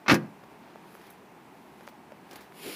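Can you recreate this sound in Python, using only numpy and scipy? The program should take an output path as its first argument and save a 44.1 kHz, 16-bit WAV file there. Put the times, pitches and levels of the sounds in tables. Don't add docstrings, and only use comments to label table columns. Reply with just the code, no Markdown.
import sys
import numpy as np
from scipy import signal
from scipy.fft import irfft
from scipy.io import wavfile

SR = 44100
rng = np.random.default_rng(int(sys.argv[2]) if len(sys.argv) > 2 else 0)


def inscribe(sig):
    pcm = np.round(np.clip(np.atleast_2d(sig).T, -1, 1) * 32767)
    wavfile.write(sys.argv[1], SR, pcm.astype(np.int16))


N = 121275
T = np.arange(N) / SR


def from_db(db):
    return 10 ** (np.asarray(db) / 20)


def noise(spectrum):
    hz, db = np.transpose(spectrum)
    freqs = np.maximum(np.arange(N // 2 + 1) * SR / N, 1)
    low_rolloff = np.minimum(freqs / hz[0], 1) ** 2
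    gain = from_db(np.interp(np.log(freqs), np.log(hz), db)) * low_rolloff
    x = irfft(gain * np.exp(2j * np.pi * rng.random(len(freqs))), N)
    return x / x.std()


def burst(start_s, attack_s, t60_s):
    age = np.maximum(T - start_s, 0)
    return np.minimum(age / attack_s, 1) * from_db(-60 * age / t60_s)


def ring(start_s, hz, t60_s):
    age = np.maximum(T - start_s, 0)
    return np.sin(2 * np.pi * hz * age) * from_db(-60 * np.minimum(age / t60_s, 10))


def grain(depth_db, grain_s):
    knots = np.arange(0, T[-1] + grain_s, grain_s)
    return from_db(depth_db * np.interp(T, knots, rng.standard_normal(len(knots))))


def butter(x, hz, kind):
    return signal.sosfilt(signal.butter(2, hz, kind, fs=SR, output="sos"), x)


# freq_hz, relative_db
TRAFFIC_COLOUR = [(25, -23), (45, -34), (70, -9), (100, -12.5), (135, -3.5), (200, 2.5), (300, -1),
                  (380, 1), (520, -8), (680, -4), (880, -1.5), (1300, -11), (2500, -15.5), (3200, -22),
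                  (4000, -25), (7000, -30.5), (15000, -32)]

def traffic():
    return from_db(-52) * noise(TRAFFIC_COLOUR)


# peak_s, level_db, width_s, relative_hiss_db
SCUFFS = [(0.525, -75, 0.025, 0), (0.723, -64, 0.16, -24), (0.928, -69.5, 0.06, 3),
          (1.075, -59.5, 0.058, -7.5), (1.61, -69, .08, -4), (1.82, -64.5, 0.06, -4.5),
          (2.367, -56, 0.069, -9.5)]
# freq_hz, relative_db
SWISH_COLOUR = [(300, -15), (1500, 4.5), (2500, 0), (5000, -9.5), (9000, -25), (15000, -50)]
AIR_COLOUR = [(4000, -3), (8000, -11), (11000, 1), (13000, -4), (15000, -7.5)]

def scuffs():
    swish, hiss = noise(SWISH_COLOUR), noise(AIR_COLOUR)
    out = 0
    for peak_s, db, width_s, hiss_db in SCUFFS:
        swell = np.exp(-.5 * ((T - peak_s) / width_s) ** 2)
        out += from_db(db) * swell * (swish + from_db(hiss_db) * hiss)
    return out * grain(depth_db=1.5, grain_s=0.0053)


# start_s, level_db
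JINGLES = [(.925, -60), (.945, -59), (1.101, -49.5), (1.122, -61), (2.357, -48.5)]
# freq_hz, relative_db
JINGLE_COLOUR = [(7000, -9), (9000, -15), (10300, -2), (11000, -2), (12200, 1), (13500, -5), (15000, -8.5)]

def jingles():
    envelope = sum(from_db(db) * burst(start_s, attack_s=.003, t60_s=0.07) for start_s, db in JINGLES)
    return noise(JINGLE_COLOUR) * envelope


# start_s, level_db, pitch_hz, relative_knock_db
STEPS = [(.437, -38.5, 890, -1.5), (.517, -40.5, 520, -12), (0.7582, -31.5, 850, -12),
         (0.9522, -30, 1090, -19), (1.014, -37, 1500, -28), (1.809, -34, 1560, -6),
         (1.8768, -25, 1470, -13), (2.121, -37, 1500, 6), (2.523, -33.5, 1530, -24)]
# start_s, level_db, t60_s
CRUNCHES = [(0.438, -55, 0.048), (1.014, -50.5, 0.031), (1.04, -59, .05), (1.064, -53, .07),
            (1.869, -47.5, 0.041), (1.885, -46, 0.065), (2.119, -70, 0.035), (2.31, -41, 0.058),
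            (2.33, -42.5, 0.053), (2.3566, -39, 0.049), (2.4065, -49, 0.17)]
# freq_hz, relative_db
GRIT_COLOUR = [(100, 0), (200, 10), (600, 11), (1800, 0), (4000, -2), (8000, -8), (12000, -11),
               (15000, -4.5)]

def footsteps():
    grit = noise(GRIT_COLOUR)
    taps = 0
    for start_s, db, pitch_hz, knock_db in STEPS:
        tap = from_db(4) * ring(start_s, pitch_hz, t60_s=2.8 / pitch_hz)
        knock = from_db(knock_db) * ring(start_s, hz=593, t60_s=0.015)
        click = from_db(-14.5) * grit * burst(start_s, attack_s=.0001, t60_s=0.0034)
        taps += from_db(db) * (tap + knock + click)
    crunch = sum(from_db(db) * burst(start_s, 0.0016, t60_s) for start_s, db, t60_s in CRUNCHES)
    return grit * crunch + butter(taps, 378, "high")


# time_s, hiss_db, rumble_db
RUB_SWELL = [(2.49, -76, -77), (2.565, -55.5, -58), (2.61, -49, -54), (2.64, -44.5, -49),
             (2.66, -42.5, -40.5), (2.688, -42.5, -37), (2.71, -42, -47), (2.75, -42, -51)]
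# freq_hz, relative_db
RUB_HISS_COLOUR = [(500, 2), (800, -6), (1300, -3.5), (1900, -2), (2200, 3), (3000, 1.5), (3600, -2.5),
                   (5000, -3), (6300, -13.5), (7200, -7), (8400, -17), (9800, 0.5), (11000, -13),
                   (12200, 0), (13500, -17), (15000, -10.5)]
RUB_RUMBLE_COLOUR = [(130, -19), (220, -9.5), (310, 0), (400, 0.5), (500, -11), (700, -15.5), (1200, -35)]

def rub():
    time_s, hiss_db, rumble_db = np.transpose(RUB_SWELL)
    hiss = noise(RUB_HISS_COLOUR) * from_db(np.interp(T, time_s, hiss_db, left=-120))
    rumble = noise(RUB_RUMBLE_COLOUR) * from_db(np.interp(T, time_s, rumble_db, left=-120))
    return (hiss + rumble) * grain(depth_db=0.79, grain_s=0.0028)


# freq_hz, relative_db
ECHO_COLOUR = [(80, 1), (180, 4.5), (320, -3), (600, 1.5), (2000, -8), (6000, -14), (15000, -10)]

def surroundings(x):
    tail = noise(ECHO_COLOUR) * burst(start_s=0.0073, attack_s=0.0089, t60_s=0.44)
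    tail /= np.sqrt(np.sum(tail ** 2))
    return from_db(-25) * signal.fftconvolve(x, tail)[:N]


STRIKE_ATTACK_S = 0.00068
# start_s, level_db
RATTLES = [(0.087, -41), (0.097, -45), (0.109, -39), (.1222, -34.5), (0.1416, -30), (0.147, -46)]
# freq_hz, relative_db
RATTLE_COLOUR = [(2000, -31), (5000, 8), (8000, -6), (11000, 1.5), (15000, -7)]

def trim():
    out = 0
    for start_s, db in RATTLES:
        snap = from_db(2) * burst(start_s, STRIKE_ATTACK_S, t60_s=0.0072)
        decay = burst(start_s, STRIKE_ATTACK_S, t60_s=0.067)
        out += from_db(db) * noise(RATTLE_COLOUR) * (snap + decay)
    return out


# start_s, level_db
LANDINGS = [(0.0909, -13.5), (0.1094, -8.4), (0.1169, -5.5), (0.1236, -5.5), (.1328, -0.6), (.1593, -12.5)]
# pitch_hz, level_db, t60_s
BODY_MODES = [(83, -42, .15), (124.3, -39, 0.33), (142, -31, 0.32), (167.6, -26, 0.34),
              (213.4, -24.5, 0.28), (251, -20, 0.17), (280.8, -12.5, .155), (304, -22, 0.1),
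              (348.4, -14, .13), (415, -34.5, 0.2), (485.5, -22, 0.16), (523, -28, .15)]

def boom():
    contact_s = 0.0013
    push = 0
    for start_s, db in LANDINGS:
        progress = np.clip((T - start_s) / contact_s, 0, 1)
        pulse = np.sin(np.pi * progress) ** 2 * 2 / (contact_s * SR)
        push += from_db(db) * pulse
    body = sum(from_db(db) * ring(0, hz, t60_s) for hz, db, t60_s in BODY_MODES)
    return butter(signal.fftconvolve(push, body)[:N], 139, "high")


# start_s, level_db, lowpass_hz
LATCH_STRIKES = [(0.0618, -33.5, 2300), (.068, -41, 4500), (0.0809, -17, 6100), (0.0873, -24, 15000),
                 (.0965, -14.5, 6300), (0.1016, -15.5, 7000), (.111, -16, 11900), (0.1183, -20.5, 15000),
                 (0.129, -24, 7050), (.1425, -25, 15000), (0.154, -29, 2780)]
# pitch_hz, relative_db, t60_s
STEEL_MODES = [(744, -19, 0.21), (846, -13, 0.1), (1050, -16, 0.18), (1168, -9.5, 0.13), (1448, -12, 0.099),
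               (1486, -5.5, 0.074), (1555, -11, 0.12), (1631, -10, 0.15), (1726, -17, 0.15),
               (1846, -10.5, 0.099), (2130, -6, 0.067), (2280, -8.5, 0.056), (2440, -12, 0.099),
               (2569, -6.5, 0.085), (2680, -12, 0.069), (3170, -16.5, 0.088), (4226, -17, .1)]
# freq_hz, relative_db
CLATTER_COLOUR = [(130, -20), (220, -1), (350, -4), (550, -5), (1000, 1), (1800, -1), (2700, -4.5),
                  (3400, -10), (5500, -11), (8000, -25.5), (15000, -26)]

def latch():
    out = 0
    for start_s, db, lowpass_hz in LATCH_STRIKES:
        signs = rng.choice([-1, 1], len(STEEL_MODES))
        strengths = signs * from_db(rng.normal(0, 1.7, len(STEEL_MODES)))
        steel = sum(strength * from_db(mode_db) * ring(start_s, hz, t60_s)
                    for strength, (hz, mode_db, t60_s) in zip(strengths, STEEL_MODES))
        clatter = noise(CLATTER_COLOUR) * burst(start_s, STRIKE_ATTACK_S, t60_s=.068)
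        out += from_db(db) * butter(clatter + from_db(-5.5) * steel, lowpass_hz, "low")
    return out


def scene():
    trunk = latch() + boom() + trim()
    outdoors = traffic() + surroundings(trunk)
    walk = footsteps() + jingles() + scuffs()
    return (trunk + outdoors + walk + rub())[None]


def record(dry):
    cutoff_hz = 15500
    return signal.sosfilt(signal.ellip(12, .1, 80, cutoff_hz, fs=SR, output="sos"), dry)


dry = scene()
out = record(dry)
inscribe(out)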